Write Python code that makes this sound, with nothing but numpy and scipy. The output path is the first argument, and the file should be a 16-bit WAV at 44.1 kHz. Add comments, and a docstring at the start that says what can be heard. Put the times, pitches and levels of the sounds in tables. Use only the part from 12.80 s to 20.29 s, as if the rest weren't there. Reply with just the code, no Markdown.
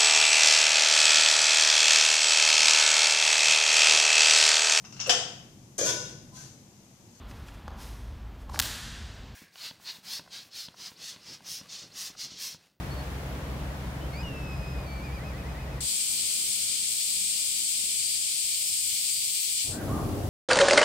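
"""Summer harbour in three places

A crane's diesel throbs on the quay while a kite whistles overhead and breaks into a trill.
Cicadas cut in by a still pool, their tymbal clicks ringing their bodies and merging into a hiss.
They dissolve into a rocky shore, where open water rumbles and a far crow caws off the rocks."""
import sys
import numpy as np
from scipy import signal
from scipy.fft import rfft, irfft
from scipy.io import wavfile
from scipy.ndimage import uniform_filter1d

SR = 44100
rng = np.random.default_rng(int(sys.argv[2]) if len(sys.argv) > 2 else 0)


def materialize(psi):
    """Save the field psi as 16-bit PCM at rate SR to the path in sys.argv[1].

    A 1-D psi becomes a single channel; in a 2-D psi each row is a channel.
    """
    bounded = np.clip(np.atleast_2d(psi).T, -1, 1)
    quanta = np.round(bounded * 32767).astype(np.int16)
    wavfile.write(sys.argv[1], SR, quanta)


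N = 330309
T = np.arange(N) / SR

# left-right likeness of the wash on quay and shore: f/Hz, coherence
OPEN_AIR_WIDTH = [(60, 0.9), (130, 0.95), (290, 0.88), (640, 0.6), (1410, 0), (15000, 0)]


def diesel(cycle_hz=11.18):
    """The crane's engine fires six times a cycle; neighbouring orders beat into a throb."""
    # engine orders: multiple of the cycle rate, level/dB
    orders = [(5, -45.5), (5.5, -49.5), (6, -39.5), (6.5, -63), (8, -51), (9, -65), (10, -54), (12, -44.5),
              (14, -50.5), (15, -53.5), (16, -59), (18, -57.5)]
    return hum([(k * cycle_hz, db) for k, db in orders], wander_s=.00033, waver=.1)


def cicadas():
    """Two kinds of cicada drone steadily; a thinner, more regular song swells on the left."""
    # body resonances of the three kinds: f/Hz, relative level/dB
    low_body = [(600, -61), (1200, -39), (1850, -22.5), (2100, -13.5), (2380, -6), (2620, -9), (3150, -3.5),
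                (3850, -4.5), (4350, -.5), (4800, -0.5), (5300, -2.5), (6000, -7.5), (8000, -15),
                (12000, -43)]
    high_body = [(1200, -65), (4500, -38), (6000, -13), (6700, -8), (7300, -3), (7850, 0), (8700, -1),
                 (9400, -5.5), (10000, -9.5), (10700, -17.5), (12000, -23.5), (16000, -30)]
    thin_body = [(1200, -60), (8000, -35), (10500, -5), (11600, -2), (13000, 1), (14700, 0.5),
                 (16000, -4.5)]
    # swell of the thin song: t/s, relative level/dB
    swell = [(3.15, -45), (3.76, -44.5), (3.99, -48.5), (4.13, -44.5), (5.57, -46), (5.72, -43.5),
             (6.69, -42.5), (6.78, -45)]
    low = chorus(low_body, -33.5, per_side=16, clicks_hz=400, jitter=.05, flutter_db=.9)
    high = chorus(high_body, -29.5, per_side=20, clicks_hz=449.3, jitter=.03, flutter_db=.6)
    thin = chorus(thin_body, curve(swell) + 2.7, per_side=9, clicks_hz=494, jitter=.004, flutter_db=.8)
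    return low * pan(2.6) + high * pan(4.9) + thin * pan(9.8)


def chorus(body, level_db, per_side, clicks_hz, jitter, flutter_db, wander=.012):
    """Each insect clicks its tymbals at its own wandering rate, ringing the body resonance."""
    clicks = np.zeros((2, N))
    for k in range(2 * per_side):
        rate = clicks_hz * rng.uniform(.7, 1.3)
        quick, slow = rng.standard_normal((2, int(rate * T[-1]) + 1))
        gaps = 1 + jitter * quick + wander * unit_rms(uniform_filter1d(slow, size=400))
        at = (np.cumsum(gaps) * SR / rate).astype(int) % N
        clicks[k % 2, at] += rng.uniform(.7, 1, len(at))
    clicks -= clicks.mean(axis=1, keepdims=True)
    flutter = np.array([drift(20), drift(28)])
    return resonate(clicks, body) * gain_of(level_db + flutter_db * flutter)


def kite_whistle(end_s=2.397, waver_hz=10.3, scoop_s=.1):
    """A scoop breaks upward into a long falling whistle, which wavers as it ends."""
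    # line of the whistle: t/s, f/Hz, level/dB
    contour = [(1.425, 2935, -51), (1.445, 2910, -43.5), (1.531, 2680, -50.5), (1.703, 2560, -47.5),
               (1.793, 2510, -52), (1.919, 2538, -50.5), (2.045, 2441, -58), (2.087, 2323, -53),
               (2.13, 2313, -52)]
    times, hz, db = np.transpose(contour)
    out = np.zeros(N)
    u = progress(scoop_s)
    scoop = bird_note(2550 - 470 * (1 - u) ** 1.4, -46 - 4.5 * (1 - u), octave_db=-4, jitter=.008)
    add(out, times[0] - scoop_s, scoop)
    t = np.arange(times[0], end_s, 1 / SR)
    fall = uniform_filter1d(np.interp(t, times, hz), size=900)
    swing_hz = 45 - 105 * np.cos(2 * np.pi * waver_hz * (t - end_s))
    waver = np.interp(t, (2.12, 2.25), (0, 1)) * swing_hz
    add(out, times[0], kite_voice(fall + waver, np.interp(t, times, db), jitter=.0039))
    return out


def kite_trill(slide_s=.056, overlap_s=.007, jitter=.008):
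    """A fading yodel: rising slides in the low register alternate with arches in the high one."""
    # the voice breaks upward: t/s
    breaks = [2.443, 2.584, 2.689, 2.797, 2.915, 3.022]
    out = np.zeros(N)
    for s, next_s in zip(breaks, breaks[1:] + [None]):
        elapsed = s - breaks[0]
        tired_db, sag_hz = 8 * elapsed, 80 * elapsed
        u = progress(slide_s)
        slide_hz = 1880 + 290 * u ** 1.5 - sag_hz
        add(out, s - slide_s, kite_voice(slide_hz, -49 - tired_db - 4.5 * (1 - u), jitter))
        if next_s:
            u = progress(next_s - slide_s - s + overlap_s)
            arch_hz = 2540 * (1 - .26 * (u - .3) ** 2)
            add(out, s - overlap_s, kite_voice(arch_hz, -52.5 - tired_db - 5 * u, jitter))
    return out


def kite_voice(hz, db, jitter, throat_hz=4940, width_hz=250):
    """The tone turns reedy whenever its weak octave passes through the throat resonance."""
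    octave_db = -21 + 13.5 * resonance(2 * hz, throat_hz, width_hz)
    return bird_note(hz, db, octave_db, jitter)


def bird_note(hz, db, octave_db, jitter):
    """A near-pure, slightly shaky tone with two overtones and soft ends."""
    shake = unit_rms(uniform_filter1d(rng.standard_normal(len(hz)), size=150))
    phase = 2 * np.pi * np.cumsum(hz * (1 + jitter * shake)) / SR
    overtones = gain_of(octave_db) * (np.sin(2 * phase) + gain_of(-15) * np.sin(3 * phase))
    envelope = signal.windows.tukey(len(hz), min(.017 * SR / len(hz), 1))
    return np.sqrt(2) * gain_of(db) * (np.sin(phase) + overtones) * envelope


def crow(rasp=.0418, throat_width_hz=215, arch=.56):
    """Hoarse harmonics on an arching pitch pass one throat resonance and echo off the rocks."""
    # caws: t/s, length/s, top f/Hz, throat f/Hz, level/dB
    caws = [(6.898, 0.16, 392, 1510, -49.5), (7.07, .15, 404, 1100, -44), (7.209, .1, 392.4, 1130, -53)]
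    out = np.zeros(N)
    for s, length, top_hz, throat_hz, db in caws:
        u = 2 * progress(length) - 1
        shake = unit_rms(uniform_filter1d(rng.standard_normal(len(u)), size=90))
        hz = top_hz * (1 - (arch * u) ** 2 + rasp * shake)
        phase = 2 * np.pi * np.cumsum(hz) / SR
        voice = sum(np.sin(k * phase) * resonance(k * hz, throat_hz, throat_width_hz)
                    for k in range(1, 7))
        add(out, s, gain_of(db) * unit_rms(voice * signal.windows.tukey(len(u), .4)))
    return echoes(out, t60=.59, wet_db=0)


def peeps(calls, sag_db=4):
    """Small birds: short, straight glides that weaken as they go."""
    out = np.zeros(N)
    for s, length, from_hz, to_hz, db in calls:
        u = progress(length)
        glide_hz = from_hz + (to_hz - from_hz) * u
        add(out, s, bird_note(glide_hz, db - sag_db * u, octave_db=-28, jitter=.0068))
    return out


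def quay_birds():
    """The kite's far call flutters in moving air; small birds peep around it."""
    # peeps: t/s, length/s, start f/Hz, end f/Hz, level/dB
    calls = [(.1, 0.047, 4400, 4440, -51), (0.162, .06, 4450, 4380, -53), (1.205, 0.063, 2930, 3170, -54),
             (2.059, 0.16, 4470, 4430, -57)]
    kite = (kite_whistle() + kite_trill()) * gain_of(1.2 * drift(25))
    return echoes(kite + peeps(calls), t60=.31, wet_db=-9) * pan(.5)


def pool_birds():
    """Thin whistles flicker and echo among the cicadas."""
    # whistles: t/s, length/s, start f/Hz, end f/Hz, level/dB
    calls = [(3.8, 0.17, 4833, 4850, -49), (4.25, 0.42, 4860, 4920, -49), (5.2, 0.41, 4680, 4840, -46.5),
             (5.85, 0.168, 5240, 5380, -45), (6.2, .17, 4730, 4690, -46)]
    return echoes(peeps(calls) * gain_of(3.6 * drift(12)), t60=.4, wet_db=1.5)


def open_water():
    """The low, wide roar of water off the shore."""
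    # colour of the roar: f/Hz, relative level/dB
    roar = [(15, -46), (25, -22), (70, -2.5), (110, 0.5), (180, -12.5), (265, -4.5), (430, -14.5),
            (640, -13.5), (900, -20.5), (1400, -29.5), (2200, -33.5), (10300, -37), (15800, -37.5)]
    return wash(roar, OPEN_AIR_WIDTH, fizz_db=0, patchy_db=2) * gain_of(-31) * pan(1.3)


def quay_bed():
    """Machines hum over the slowly easing rumble of the port."""
    # machine tones: f/Hz, level/dB
    tones = [(50.6, -48), (85.8, -56.5), (126.4, -49.5)]
    # colour of the rumble: f/Hz, relative level/dB
    spectrum = [(15, -25), (33, -12), (60, -1.5), (110, -2.5), (170, -1), (235, -9), (280, -5), (370, -11),
                (570, -9.5), (1150, -16), (1900, -19.5), (3500, -27), (8000, -36), (16000, -38.5)]
    # treble lift: t/s, level/dB
    fizz = [(0, 5.5), (1.8, 2.5), (3.1, 3.5)]
    machines = hum(tones, wander_s=.00067, waver=.14)
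    rumble = wash(spectrum, OPEN_AIR_WIDTH, curve(fizz), patchy_db=1.13) * gain_of(-38.5 - .46 * T)
    return machines * pan(.45) + rumble * pan(1)


def pool_bed(motor_hz=196.4):
    """A faint, sinking wash; machines hum far off and a boat motor dies away."""
    # colour of the wash: f/Hz, relative level/dB
    spectrum = [(15, -28), (35, -1.5), (70, 1), (150, -2), (260, -4.5), (420, -9), (550, -9), (720, -13),
                (1000, -14), (1400, -11), (2500, -21.5), (16000, -47)]
    # left-right likeness: f/Hz, coherence
    likeness = [(60, 0.62), (290, 0.62), (640, 0.76), (1410, 0.33), (15000, 0)]
    # treble lift: t/s, level/dB
    fizz = [(3.3, 5), (4.6, -1.5), (6.8, -3)]
    # machine tones: f/Hz, level/dB
    tones = [(128.6, -72), (576, -77.5), (1337, -84)]
    air = wash(spectrum, likeness, curve(fizz), patchy_db=2) * gain_of(-55 - 1.15 * (T - 3.006))
    motor_db = np.interp(T, (3, 4.4, 5.8), (-63, -65.5, -75.5))
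    return air + hum(tones + [(motor_hz, motor_db)], wander_s=.00046, waver=.23)


def shore_insect():
    """One insect holds a thin, wavering tone."""
    # its tone: f/Hz, level/dB
    tone = [(10090, -65)]
    return hum(tone, wander_s=.000406, waver=.3)


def hum(tones, wander_s, waver):
    """Tones that share a wandering speed and waver in strength."""
    clock, sway = T + wander_s * drift(1.2), drift(2.7)
    out = np.zeros(N)
    for hz, db in tones:
        strength = gain_of(db) * (1 + waver * np.roll(sway, rng.integers(N)))
        out += strength * np.sin(2 * np.pi * (hz * clock + rng.random()))
    return np.sqrt(2) * out


def wash(spectrum, likeness, fizz_db, patchy_db):
    """Distant noise at rms 1: patchy and centred in the bass, smooth and wide in the treble."""
    frames, hz = N // 512 + 5, np.fft.rfftfreq(2048, 1 / SR)
    a, b, c, d, patches = rng.standard_normal((frames, len(hz), 5)).T
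    patches = uniform_filter1d(patches, size=14, axis=0)
    patches = unit_rms(uniform_filter1d(patches, size=8, axis=1))
    coherence = at_hz(likeness, hz)[:, None]
    left = a + 1j * b
    right = coherence * left + np.sqrt(1 - coherence ** 2) * (c + 1j * d)
    treble = (hz / (hz + 1500))[:, None]
    fizz = np.interp(np.linspace(0, T[-1], frames), T, fizz_db * np.ones(N))
    db = at_hz(spectrum, hz)[:, None] + patchy_db * patches * (1 - treble) + fizz * treble
    _, noise = signal.istft(np.array([left, right]) * gain_of(db), nperseg=2048, noverlap=1536)
    return unit_rms(noise[:, :N])


def echoes(x, t60, wet_db, taps_per_s=1500):
    """Direct sound plus scattered reflections from walls and rocks."""
    t = T[:SR]
    taps = rng.standard_normal((2, SR)) * (rng.random((2, SR)) < taps_per_s / SR)
    taps *= gain_of(-60 * t / t60) * (t > .012)
    taps /= np.linalg.norm(taps, axis=1, keepdims=True)
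    return x + gain_of(wet_db) * signal.fftconvolve(np.atleast_2d(x), taps, axes=1)[:, :N]


def resonate(x, spectrum):
    """Rings a body with this spectrum (minimum phase: sharp attack, then decay), to rms 1."""
    log_gain = np.log(gain_of(at_hz(spectrum, abs(np.fft.fftfreq(2048, 1 / SR)))))
    ring = np.fft.ifft(np.exp(np.conj(signal.hilbert(log_gain)))).real[:1024]
    return unit_rms(signal.oaconvolve(x, ring[None], axes=1)[:, :N])


def resonance(hz, centre_hz, width_hz):
    """A single peak, falling to half at width_hz from its centre."""
    return 1 / (1 + ((hz - centre_hz) / width_hz) ** 2)


def drift(hz):
    """Slow random motion of rms 1, up to about hz."""
    f = np.fft.rfftfreq(N, 1 / SR)
    return unit_rms(irfft(rfft(rng.standard_normal(N)) * np.exp(-(f / hz) ** 2), N))


def gain_of(db):
    """Decibels to gain."""
    return 10 ** (np.asarray(db) / 20)


def unit_rms(x):
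    """Scales to rms 1."""
    return x / np.sqrt(np.mean(x ** 2) + 1e-20)


def at_hz(points, hz):
    """A spectrum, joined on a log-frequency axis."""
    f, value = np.transpose(points)
    return np.interp(np.log(hz + 1), np.log(f + 1), value)


def curve(points):
    """A control, joined by straight lines in time."""
    return np.interp(T, *np.transpose(points))


def progress(length_s):
    """Runs from 0 to 1 over a note."""
    return np.linspace(0, 1, round(length_s * SR))


def fade(start_s, end_s):
    """A fader rising from 0 to 1."""
    return np.clip((T - start_s) / (end_s - start_s), 0, 1)


def pan(db):
    """Stereo gains, the left louder by db."""
    return gain_of([[db / 2], [-db / 2]])


def add(mix, s, sound):
    """Mixes a sound in at time s."""
    part = mix[round(s * SR):][:len(sound)]
    part += sound[:len(part)]


def scene(pool_cut_s=3.006):
    """Quay, pool and shore in turn, joined by short crossfades."""
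    # the pool cuts in, then opens fully: t/s, gain
    pool_entry = [(3.006, 0.47), (3.09, 1)]
    quay = diesel() * pan(.45) + quay_bed() + quay_birds()
    pool = cicadas() + pool_bed() + pool_birds()
    shore = open_water() + crow() + shore_insect()
    pool_fader = (T > pool_cut_s) * curve(pool_entry) * (1 - fade(6.824, 7))
    return quay * (1 - fade(2.978, 3.087)) + pool * pool_fader + shore * fade(6.825, 7.023)


def record(dry, cutoff_hz=15850):
    """A steep low-pass trims the very top."""
    lowpass = signal.firwin(511, cutoff_hz, window=("kaiser", 9), fs=SR)
    return signal.oaconvolve(dry, lowpass[None], "same")


dry = scene()
out = record(dry)
materialize(out)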